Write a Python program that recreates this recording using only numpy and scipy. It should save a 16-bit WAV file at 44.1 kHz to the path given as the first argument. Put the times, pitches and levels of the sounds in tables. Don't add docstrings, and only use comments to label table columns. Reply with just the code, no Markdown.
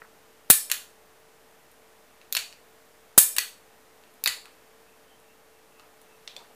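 import sys
import numpy as np
from scipy import signal
from scipy.fft import rfft, irfft, next_fast_len
from scipy.io import wavfile
from scipy.ndimage import uniform_filter1d, map_coordinates

SR = 44100
rng = np.random.default_rng(int(sys.argv[2]) if len(sys.argv) > 2 else 0)


def ratio(d):
    e = np.asarray(d, float) / 20
    return 10 ** e


def output_pcm(signal):
    pcm = np.clip(np.atleast_2d(signal).T, -1, 1) * 32767
    wavfile.write(sys.argv[1], SR, np.round(pcm).astype(np.int16))


N = 288842


def unit(x):
    return x / np.sqrt(np.mean(x ** 2) + 1e-20)


def along(points, hz):
    point_hz, values = np.transpose(points)
    return np.interp(np.log(hz + 1), np.log(point_hz + 1), values)


def filtered(x, response):
    size = next_fast_len(x.shape[-1] + 8192)
    spectrum = rfft(x, size) * response(np.fft.rfftfreq(size, 1 / SR))
    return irfft(spectrum, size)[..., :x.shape[-1]]


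def add(track, start_s, sound):
    part = track[round(start_s * SR):][:len(sound)]
    part += sound[:len(part)]


def wobble(rate_hz):
    knots = rng.standard_normal(int(N * rate_hz / SR) + 4)
    return map_coordinates(knots, [np.arange(N) * rate_hz / SR], order=1)


def narrow(hz, wander_hz):
    phase = 2 * np.pi * np.cumsum(hz + wander_hz * wobble(7.3)) / SR
    return np.sqrt(2) * ratio(1.5 * wobble(11)) * np.sin(phase)


def puffs(table, width):
    out = np.zeros(N)
    t = np.arange(SR // 4) / SR - 1 / 8
    for s, length_s, hz, db in table:
        band = lambda f: np.exp(-((f - hz) / (width * hz)) ** 2)
        rasp = filtered(rng.standard_normal(len(t)), band)
        swell = ratio(db) * unit(rasp) * np.exp(-(t / length_s * 2) ** 2)
        start_s = s + t[0]
        add(out, max(start_s, 0), swell[max(-round(start_s * SR), 0):])
    return out


# (frequency [Hz], density [dB per Hz])
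AIR_SPECTRUM = [(15, -39), (38, -21), (100, -19), (250, -13.5), (700, -12), (1850, -17.5), (4300, -25),
                (15000, -27.5)]
# (frequency [Hz], wander [Hz], level [dB])
FAN_TONES = [(59.24, .5, -79.5), (444.3, 2.4, -66), (489, 2.6, -76.5), (606, 2.97, -74), (820, 3.4, -78),
             (1820, 10, -79)]
# (time [s], frequency [Hz], level [dB])
BEARING_CHIRPS = [(2.12, 2660, -75), (3.75, 2700, -77), (4.075, 2700, -74), (4.52, 2600, -70),
                  (4.902, 2600, -69), (5.121, 3120, -68.5), (5.296, 2710, -66), (5.56, 2720, -72),
                  (5.782, 2650, -65), (6.113, 2664, -66)]


def fan():
    air = filtered(rng.standard_normal(N), lambda f: ratio(along(AIR_SPECTRUM, f)))
    rush = ratio(-58 + 0.49 * wobble(1.1)) * unit(air)
    hum = sum(ratio(db) * narrow(hz, wander_hz) for hz, wander_hz, db in FAN_TONES)
    chirp_s = 0.1
    return rush + hum + puffs([(s, chirp_s, hz, db) for s, hz, db in BEARING_CHIRPS], width=0.048)


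# (time [s], length [s], centre [Hz], level [dB])
STROKES = [(.05, 0.04, 1370, -54.5), (2.4, 0.23, 700, -64), (4.38, 0.024, 700, -54),
           (4.47, 0.04, 1280, -56.5), (5.8, 0.024, 1020, -57), (5.84, .08, 1110, -62),
           (6.29, 0.036, 600, -59), (6.37, 0.023, 740, -52), (6.41, 0.061, 885, -53.5),
           (6.45, 0.027, 1700, -60), (6.51, 0.027, 754, -56)]


def rustle():
    return puffs(STROKES, width=0.51)


# (delay [s], level [dB])
WALL_ECHOES = [(.0058, -7.5), (0.0095, -21.5), (.0165, -24), (.022, -28.5), (.031, -28)]
# (frequency [Hz], t60 [s])
ROOM_T60 = [(200, .12), (800, 0.35), (2000, 0.3), (5500, 0.34), (9000, 0.34), (14600, .27)]
# (frequency [Hz], level [dB])
ROOM_RETURN = [(400, -4.5), (1300, 1.5), (2300, 0.5), (4800, -1), (8000, -2.5), (14000, -2)]


def in_room(x, walls_db, wet_db, onset_s, blur):
    echoes = np.zeros(2048)
    smear = ratio(-60 * np.arange(128) / SR / 0.0031)
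    for delay_s, db in WALL_ECHOES:
        echo = smear * rng.standard_normal(128)
        add(echoes, delay_s, ratio(db + walls_db) * echo / np.linalg.norm(echo))
    echoes[0] += 1

    hz, t = np.fft.rfftfreq(256, 1 / SR), np.arange(140) * 128 / SR
    cells = rng.standard_normal((140, 129)) + 1j * rng.standard_normal((140, 129))
    decay = ratio(-60 * t[:, None] / along(ROOM_T60, hz))
    grains = irfft(cells * decay) * np.hanning(256)
    tail = (grains[1:, :128] + grains[:-1, 128:]).ravel()
    tail *= 1 - np.exp(-(np.arange(len(tail)) / SR / onset_s) ** 2)

    power = uniform_filter1d(np.abs(rfft(x, len(tail))) ** 2, blur)
    power *= ratio(2 * along(ROOM_RETURN, np.fft.rfftfreq(len(tail), 1 / SR)))
    wet = ratio(wet_db) * tail / np.linalg.norm(tail)
    out = irfft(rfft(wet) * np.sqrt(np.abs(power)))
    out[:64] = 0
    add(out, 0, signal.fftconvolve(x, echoes))
    return out


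# (time [s], peak [dB], frequency [Hz], t60 [s])
LONE_KNOCKS = [(.0185, -34, 1360, .012), (.0189, -38, 1880, 0.025), (.019, -52, 2500, 0.0074),
               (.02, -47, 440, 0.023), (3.3835, -31, 1040, 0.032), (3.387, -28.5, 1960, .3),
               (3.384, -23.5, 4370, 0.3), (4.276, -23.5, 1975, 0.21), (5.797, -47, 1230, .025),
               (5.799, -52, 678, 0.027), (6.277, -51, 600, .02), (6.365, -35, 3550, 0.15)]
PART_KNOCKS = {"hammer": [(.4, 2.5, 1472, .0055), (.1, 1.5, 361, .006), (.1, 6.5, 733, 0.0032),
               (5.4, -4.5, 745, .005), (1.9, -14.5, 1746, .3), (1.9, -24, 1581, .25),
               (1.9, -21.5, 2403, 0.45), (1.9, -22, 2757, .3), (1.9, -21.5, 3114, .4),
               (1.9, -21, 3700, .42), (1.9, -18, 4420, .4), (1.9, -17, 5460, 0.47), (1.9, -21, 5100, 0.54),
               (1.9, -22, 6810, .4), (1.9, -8.5, 7900, .4), (1.9, -13.5, 9250, .4), (1.9, -15, 12400, .4)],
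               "stop": [(.1, -20, 89, 0.084)], "trigger": [(.6, -26, 1310, 0.0054), (1.1, -11, 3480, 0.34),
               (2.1, -7.5, 2456, 0.28)], "bolt": [(4, -27, 94, 0.085)], "hand": [(.2, -20.5, 1025, 0.06)],
               "sear": [(1.2, -15, 740, 0.016), (2.7, -21.5, 260, 0.032), (18, -26, 94, 0.13),
               (2.7, -1, 4490, 0.35), (2.18, -2, 3000, 0.14)]}


def knocks():
    out, t = np.zeros(N), np.arange(SR // 3) / SR
    struck = [(s + ms / 1000, db + under_db, hz, t60_s)
              for part in PART_KNOCKS
              for s, db, _ in PART_CONTACTS[part]
              for ms, under_db, hz, t60_s in PART_KNOCKS[part]]
    for s, db, hz, t60_s in struck + LONE_KNOCKS:
        tones_hz = hz * rng.normal(1, 0.012, size=(8, 1))
        cluster = np.sin(2 * np.pi * tones_hz * t).mean(axis=0)
        push = ratio(db + 1.0 - 60 * t / t60_s) * cluster * (1 - np.exp(-t * hz * 9))
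        add(out, s, in_room(push, walls_db=-7.5, wet_db=-19, onset_s=0.0087, blur=21))
    return signal.sosfilt(signal.butter(2, 125, "high", fs=SR, output="sos"), out)


# (frequency [Hz], level [dB], t60 [s])
FRAME_MODES = [(1964, -3.5, .012), (2650, 7.5, .0072), (3860, 5, .0075), (4300, -4, 0.018),
               (6820, -3, 0.0062), (7700, -4.5, 0.0066), (9410, -4, 0.0074), (9980, -5.5, 0.009),
               (12250, 2.5, 0.0036), (13570, 0, .006), (14200, -3, .006), (14700, -8, .006)]
GROUP_CENTRES_HZ = [2200, 4200, 7000, 9500, 12500]
# (frequency [Hz], level [dB])
CRACK_SPECTRUM = [(600, -27.5), (1400, -15), (2200, 6), (4300, 5), (5500, -3), (7000, -1), (15000, -3)]


def strike(crack_db, crack_s):
    t = np.arange(1024) / SR
    member = np.eye(len(GROUP_CENTRES_HZ))
    hz, db, t60_s = np.transpose(FRAME_MODES)[..., None]
    group = np.abs(hz - GROUP_CENTRES_HZ).argmin(axis=1)
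    level_db = db + rng.normal(0, 4.2, hz.shape)
    tuned_hz = hz * rng.normal(1, 0.02154, hz.shape)
    rings = ratio(level_db - 60 * t / t60_s) * np.sin(2 * np.pi * tuned_hz * t)

    f = np.fft.rfftfreq(len(t), 1 / SR)
    shares = ratio(along(CRACK_SPECTRUM, f)) * [np.interp(f, GROUP_CENTRES_HZ, row) for row in member]
    fade = ratio(-30 * t / crack_s)
    phases = np.exp(1j * np.angle(rfft(fade * rng.standard_normal(len(t)))))
    crack = ratio(crack_db) * fade * irfft(phases * shares)
    tap = member[group].T @ rings + crack
    return tap * (1 - np.exp(-t / 0.000077))


PART_CONTACTS = {"hammer": [(.5011, -10.5, 1), (3.1782, -10.5, 1.4)], "stop": [(.6997, -37.5, -2),
                 (3.3648, -32.5, .3)], "trigger": [(.7147, -25, 0.5), (3.3829, -24, 0.55)],
                 "bolt": [(2.3258, -32.5, 4.2), (4.2392, -34.5, 5.3)], "hand": [(2.3506, -25, 1.4),
                 (4.2593, -22, -0.12)], "sear": [(2.367, -26, -0.6), (4.2737, -23.5, 0.8)],
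                 "play": [(2.2146, -57.5, 0.8), (2.5267, -49.5, 2.5), (4.0375, -62, 0.5),
                 (4.4564, -47.5, 3.3), (5.7966, -53.5, 4.5)], "tick": [(1.7146, -63, 1.7), (4.14, -64, 1),
                 (5.2, -65, 0.5), (6.015, -57.5, 0)], "latch": [(6.2764, -39, -0.9), (6.3646, -39.5, 3.6)]}
PART_COLOUR = {"hammer": (-13, -11.5, -7, 0.34, 1.23), "stop": (-1.2, -5, -3, 4, 3),
               "trigger": (0.7, -0.5, 0.42, -0.37, 3.5), "bolt": (1.5, 6, 1, -7, 1.5),
               "hand": (-1.8, 2.5, -17, -11.5, -1.86), "sear": (-0.58, 0.3, -1, -4, -5),
               "play": (5.5, 0, -9.5, -17, -17.5), "tick": (-19, -7, -9, -1.4, .3),
               "latch": (-6, 1.3, -9.5, -21, -23)}
PART_BOUNCES = {"hammer": [(1.05, -3), (2.2, 0.2), (4.9, 3.14), (6.3, 0.5), (8.5, -5.5), (11, -3)],
                "stop": [(1.8, -1)], "trigger": [(1.05, 7), (1.8, 7.5)], "hand": [(.7, 5)],
                "sear": [(1.9, 4), (3.1, -2.4), (8, -15)], "play": [(1.1, -12)], "tick": [(1.05, -2.1)],
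                "latch": [(.9, 2)]}


def action():
    out, first = np.zeros(N), SR // 200
    for part, contacts in PART_CONTACTS.items():
        for s, db, tilt_db in contacts:
            run = np.zeros((2048, len(GROUP_CENTRES_HZ)))
            for ms, under_db in [(0, 0.0026)] + PART_BOUNCES.get(part, []):
                add(run, abs(ms) / 1000, ratio(under_db) * strike(crack_db=28, crack_s=0.0058).T)
            groups_db = db + np.add(PART_COLOUR[part], tilt_db * np.arange(-2, 3))
            group_rms = np.sqrt(np.mean(run[:first] ** 2, axis=0))
            blow = run / group_rms @ ratio(groups_db)
            add(out, s, in_room(blow, walls_db=-0.5, wet_db=-5.0, onset_s=0.011, blur=261))
    return signal.sosfilt(signal.butter(2, 500, "high", fs=SR, output="sos"), out)


def scene():
    return np.tile(fan() + rustle() + knocks() + action(), (2, 1))


def low_pass(x):
    return signal.sosfilt(signal.butter(12, 15830, fs=SR, output="sos"), x)


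def record(dry):
    top_hz, edge_hz, offset = 15100, 70, -.0006
    limited = filtered(dry, lambda f: .5 - .5 * np.tanh((f - top_hz) / edge_hz))
    sound = np.clip(limited + offset, -1, 1)
    flips = np.sign(wobble(300))
    loud = uniform_filter1d(np.abs(sound[0]), 1024) > .04
    spells = (wobble(12) > 1.1) | loud
    mismatch = ratio(-27.0) * flips * sound[0] * uniform_filter1d(1. * spells, 256)
    mix = np.clip(sound + [mismatch, -mismatch], -1, 1)
    return low_pass(mix)


dry = scene()
out = record(dry)
output_pcm(out)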